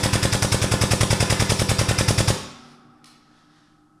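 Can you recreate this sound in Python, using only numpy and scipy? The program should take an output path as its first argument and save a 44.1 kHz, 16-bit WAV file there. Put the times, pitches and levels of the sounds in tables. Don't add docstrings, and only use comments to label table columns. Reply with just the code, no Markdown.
import sys
import numpy as np
from scipy import signal
from scipy.fft import rfft, irfft
from scipy.io import wavfile

SR = 44100
rng = np.random.default_rng(int(sys.argv[2]) if len(sys.argv) > 2 else 0)


def inscribe(sig):
    pcm = np.round(np.clip(np.atleast_2d(sig).T, -1, 1) * 32767)
    wavfile.write(sys.argv[1], SR, pcm.astype(np.int16))


N = 176400
RUN_UP = SR // 2
LENGTH = N + RUN_UP
TIME = np.arange(LENGTH) / SR

# f/Hz, level/dB
HUM_TONES = [(113, -70.5), (155, -64), (299, -62), (306, -61.5), (355, -73.5), (797, -71), (1281, -68),
             (1297, -69)]
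# f/Hz, level/dB, rise/s
THUMP_MODES = [(98.2, -11.5, 0.0082), (60.6, -24.5, 0.0086), (31, -27, 0.0088)]
# f/Hz, level/dB, t60/s
FRAME_MODES = [(109, -41, 1), (144.4, -46, 1), (195.26, -29, 0.4), (234.3, -36, 0.25), (289, -37.5, 0.97),
               (335, -49, 0.38), (393.5, -40.5, 0.86), (423, -45.5, 0.21), (514.8, -31.5, 0.28),
               (543.9, -36.5, 0.3), (623, -59.5, 0.35), (821, -35, .25), (880, -41.5, 0.3),
               (1262, -45, 0.57), (1404, -55.5, .4), (1614, -52, .25), (1726, -37.5, 0.39),
               (1828, -35, 0.16)]
SPRING_MODES = [(148.5, -58.5, 3), (240.5, -49.5, 3.1), (274.7, -51.5, 1.8), (364.5, -49, 0.94),
                (367, -49, 2), (437, -54.5, 1), (767, -55.5, 2.4), (899, -60, 0.74), (1268, -59.5, 3.55),
                (1360, -70.5, 3), (1400, -73.5, 2.7), (1470, -66.5, 1.2)]
# f/Hz, relative density/dB
ROOM_TONE_COLOUR = [(20, 0), (60, -7.5), (95, -16.5), (150, -2.5), (250, -5.5), (500, -21), (800, -12),
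                    (950, -20), (1300, -10.5), (2200, -31.5), (10000, -33), (15000, -50)]
SQUIRT_COLOUR = [(500, -22), (2500, -13.5), (4200, -14.5), (5000, 6.5), (5700, -7.5), (6800, -13),
                 (11000, -22.5), (15000, -32.5)]
BURST_COLOUR = [(100, 0), (400, -2.5), (900, -3), (1700, -1.5), (2600, 2), (3100, -11.5), (3550, 0),
                (4300, -10), (4900, 0.5), (5550, 5), (6100, -6.5), (6900, -16.5), (10000, -9), (11000, -12),
                (15000, -26.5)]
JET_COLOUR = [(100, 0), (500, 1), (1200, 2), (2400, 0), (3100, -4.5), (3550, 0), (4250, -6), (5000, 1.5),
              (5500, -2), (5900, -1), (7000, -3), (7800, -1), (9100, -1.5), (10200, -4.5), (11000, -14.5),
              (15000, -24.5)]
CHATTER_COLOUR = [(500, -1), (850, -3.5), (1700, -5.5), (2400, -7.5), (3300, 1), (4400, -7.5), (6500, -14),
                  (10000, -11), (15000, -33.5)]
SHIMMER_COLOUR = [(100, -23.5), (150, -11), (260, -3), (480, -14), (620, -16), (780, 3), (950, -8.5),
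                  (1290, 4.5), (1600, -7), (2200, -14.5), (5000, -17), (12000, -56.5)]
REVERB_COLOUR = [(30, -1.5), (100, -11.5), (200, -2.5), (400, -1.5), (700, 0), (1000, 3), (3000, -1),
                 (4300, 1), (5350, -2.5), (6800, 1), (10000, 1.5), (15000, 1.5)]
LEAK_COLOUR = [(200, -7.5), (1200, 5), (2500, -5), (5300, -0.5), (7300, -15.5), (10000, -10.5),
               (11500, -22.5), (15000, -34.5)]
SLEEVE_COLOUR = [(300, -8), (1700, 6.5), (2300, -6.5), (3400, 0.5), (5500, -3), (7500, -14), (10000, -15.5),
                 (14000, -42.5)]
CLICK_COLOUR = [(200, -6), (1000, -6), (2200, -1), (3500, 0), (5500, 2), (7500, -8.5), (10000, -5.5),
                (11000, -14), (14000, -23)]
# f/Hz, t60/s
REVERB_DECAY = [(60, 0.51), (160, 0.59), (420, 0.47), (1100, 0.78), (3000, 0.85), (5500, 0.73),
                (9000, 0.45), (14000, 0.45)]
# t/s, level/dB
LEAK_CONTOUR = [(2.3, -58), (2.55, -59), (2.72, -54.5), (2.82, -69), (3.0, -90)]
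SLEEVE_CONTOUR = [(3.0, -91.5), (3.25, -70), (3.38, -60), (3.48, -64.5), (3.58, -60), (3.72, -66),
                  (3.82, -73.5), (4.0, -91)]
# t/s, level/dB
VALVE_CLICKS = [(3.043, -41), (3.057, -48)]

FIRST_STROKE_S, PERIOD_S, SLOWING_S_PER_STROKE, STROKES = -0.2601, 0.09704, 0.0000392, 27
KNOCK_AFTER_S, TOCK_LEAD_S, REBOUND_AFTER_S = 0.0278, 0.0023, 0.0035
BODY_HZ, BODY_Q = 59, 1.3
SQUIRT_DB, BURST_DB, JET_DB, CHATTER_DB, ROOM_TONE_DB = -26, -20, -21, -26.5, -64
SQUIRT_LEAD_S, JET_ATTACK_S, JET_SAG_S, PORT_SHUT_S = 0.0025, 0.011, 0.026, 0.034
HISS_SPREAD_DB, SPUTTER_DB = 0.54, 1.5
PUMP_SEND_DB, CLICK_SEND_DB = -3.5, 4


def from_db(db):
    return 10 ** (np.asarray(db) / 20)


def at_hz(points, hz):
    f, value = np.transpose(points)
    return np.interp(np.log(np.maximum(hz, 1)), np.log(f), value)


def noise(colour):
    gain = from_db(at_hz(colour, np.fft.rfftfreq(LENGTH, 1 / SR)))
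    x = irfft(rfft(rng.standard_normal(LENGTH)) * gain, LENGTH)
    return x / x.std()


def drift(rate_hz):
    x = signal.sosfilt(signal.butter(2, rate_hz, fs=SR, output="sos"), rng.standard_normal(LENGTH))
    return x / x.std()


def uneven(times_s, spread_db):
    return from_db(spread_db * rng.standard_normal(len(times_s)))


def impulses(times_s, gains):
    hits = np.full(LENGTH, 1e-18)
    np.add.at(hits, (np.asarray(times_s) * SR).astype(int) + RUN_UP, gains)
    return hits


def convolve(x, response):
    return signal.fftconvolve(x, response)[:LENGTH]


def repeat(shape, times_s, spread_db):
    return convolve(impulses(times_s, uneven(times_s, spread_db)), shape)


def envelope(attack_s, hold_until_s, fade_s):
    return np.minimum(TIME / attack_s, 1) * np.exp(-np.maximum(TIME - hold_until_s, 0) / fade_s)


def contour(points):
    return from_db(np.interp(TIME - RUN_UP / SR, *np.transpose(points)))


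def swell(hz, db, rise_s):
    return from_db(db) * (TIME / rise_s * np.exp(1 - TIME / rise_s)) ** 2 * np.sin(2 * np.pi * hz * TIME)


def pulse(db, at_s, width_s):
    return from_db(db) * np.exp(-0.5 * ((TIME - at_s) / width_s) ** 2)


def treble(x, hz, order):
    return signal.sosfiltfilt(signal.butter(order, hz, "high", fs=SR, output="sos"), x)


def hum(wander_hz=4.7):
    out = np.zeros(LENGTH)
    for hz, db in HUM_TONES:
        pitch_hz = hz + wander_hz * drift(rate_hz=6.5)
        out += from_db(db) * np.sin(2 * np.pi * np.cumsum(pitch_hz) / SR)
    return out


def squirt(strokes_s):
    shape = envelope(attack_s=0.0026, hold_until_s=0.0026, fade_s=0.002)
    gap = repeat(shape, strokes_s - SQUIRT_LEAD_S, spread_db=1)
    return from_db(SQUIRT_DB) * gap * noise(SQUIRT_COLOUR)


def exhaust(strokes_s):
    thump = repeat(sum(swell(*mode) for mode in THUMP_MODES), strokes_s, spread_db=1.1)
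    burst_shape = envelope(attack_s=0.0051, hold_until_s=0.0056, fade_s=0.009)
    burst = repeat(burst_shape, strokes_s, HISS_SPREAD_DB)
    sag = np.exp(-np.maximum(TIME - JET_ATTACK_S, 0) / JET_SAG_S)
    jet = repeat(sag * envelope(JET_ATTACK_S, PORT_SHUT_S, fade_s=0.003), strokes_s, HISS_SPREAD_DB)
    hiss = from_db(BURST_DB) * burst * noise(BURST_COLOUR) + from_db(JET_DB) * jet * noise(JET_COLOUR)
    sputter = from_db(SPUTTER_DB * drift(rate_hz=252))
    return thump + hiss * sputter


def piston(knocks_s):
    impact = pulse(db=-9, at_s=TOCK_LEAD_S, width_s=0.00061)
    rebound = pulse(db=-16.5, at_s=TOCK_LEAD_S + REBOUND_AFTER_S, width_s=0.0009)
    w = 2 * np.pi * BODY_HZ
    resonant_highpass = signal.bilinear([1, 0, 0], [1, w / BODY_Q, w * w], SR)
    body = signal.lfilter(*resonant_highpass, rebound - impact + 1e-18)
    tock = swell(hz=553, db=-16.5, rise_s=0.0018)
    blow = repeat(body - tock, knocks_s - TOCK_LEAD_S, spread_db=1.1)
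    chatter = repeat(envelope(attack_s=0.0011, hold_until_s=0.006, fade_s=0.0063), knocks_s, spread_db=1)
    return blow + from_db(CHATTER_DB) * chatter * noise(CHATTER_COLOUR)


def steel(knocks_s, modes, scatter_s):
    out = np.zeros(LENGTH)
    for hz, db, t60_s in modes:
        times_s = knocks_s + scatter_s * rng.standard_normal(len(knocks_s))
        hits = impulses(times_s, from_db(db) * uneven(knocks_s, spread_db=1.5))
        r, w = np.exp(-np.log(1000) / (t60_s * SR)), 2 * np.pi * hz / SR
        out += signal.lfilter([0, np.sin(w)], [1, -2 * r * np.cos(w), r * r], hits)
    return out


def shimmer(x, gain_db=-30, t60_s=4.4):
    response = noise(SHIMMER_COLOUR) * np.exp(-np.log(1000) * TIME / t60_s)
    return from_db(gain_db) * convolve(x, response / np.linalg.norm(response))


def reflections(delay_s=0.0078):
    hz = np.fft.rfftfreq(LENGTH, 1 / SR)
    spectrum = rfft(noise(REVERB_COLOUR))
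    response = np.zeros(LENGTH)
    for band_hz, t60_s in REVERB_DECAY:
        share = at_hz([(f, f == band_hz) for f, _ in REVERB_DECAY], hz)
        response += irfft(spectrum * share, LENGTH) * np.exp(-np.log(1000) * TIME / t60_s)
    response *= np.clip(TIME / delay_s - 1, 0, 1)
    return response / np.linalg.norm(response)


def workshop(x, split_hz=1770, shift_rate_hz=1.705):
    highs = treble(x, split_hz, order=2)
    lows = x - highs
    turn = 2 * np.pi * shift_rate_hz * TIME
    first_set = convolve(lows + highs * np.cos(turn), reflections())
    return first_set + convolve(highs * np.sin(turn), reflections())


def hose_leak():
    return contour(LEAK_CONTOUR) * noise(LEAK_COLOUR)


def sleeve():
    return contour(SLEEVE_CONTOUR) * noise(SLEEVE_COLOUR)


def valve():
    times_s, db = np.transpose(VALVE_CLICKS)
    shape = envelope(attack_s=0.00017, hold_until_s=0.00045, fade_s=0.0035)
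    return convolve(impulses(times_s, from_db(db)), shape) * noise(CLICK_COLOUR)


def stereo(mono, above_hz=13900, side_db=1.5, lag_s=0.0007):
    side = from_db(side_db) * np.roll(treble(mono, above_hz, order=4), int(lag_s * SR))
    return np.array([mono + side, mono - side])


def scene():
    periods_s = PERIOD_S + SLOWING_S_PER_STROKE * (np.arange(STROKES - 1) + 0.5)
    strokes_s = FIRST_STROKE_S + np.append(0, np.cumsum(periods_s))
    knocks_s = strokes_s + KNOCK_AFTER_S
    pump = squirt(strokes_s) + exhaust(strokes_s) + piston(knocks_s)
    clicks = valve()
    frame = steel(knocks_s, FRAME_MODES, scatter_s=0.00011)
    springs = steel(knocks_s, SPRING_MODES, scatter_s=0.001683) + shimmer(pump)
    room = workshop(from_db(PUMP_SEND_DB) * pump + from_db(CLICK_SEND_DB) * clicks)
    faint = hose_leak() + sleeve() + from_db(ROOM_TONE_DB) * noise(ROOM_TONE_COLOUR) + hum()
    mono = pump + frame + springs + clicks + room + faint
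    return stereo(mono[RUN_UP:])


def record(dry, low_cut_hz=8, stopband_hz=15900):
    x = signal.sosfilt(signal.butter(1, low_cut_hz, "high", fs=SR, output="sos"), dry)
    return signal.sosfilt(signal.cheby2(16, 70, stopband_hz, fs=SR, output="sos"), x)


dry = scene()
out = record(dry)
inscribe(out)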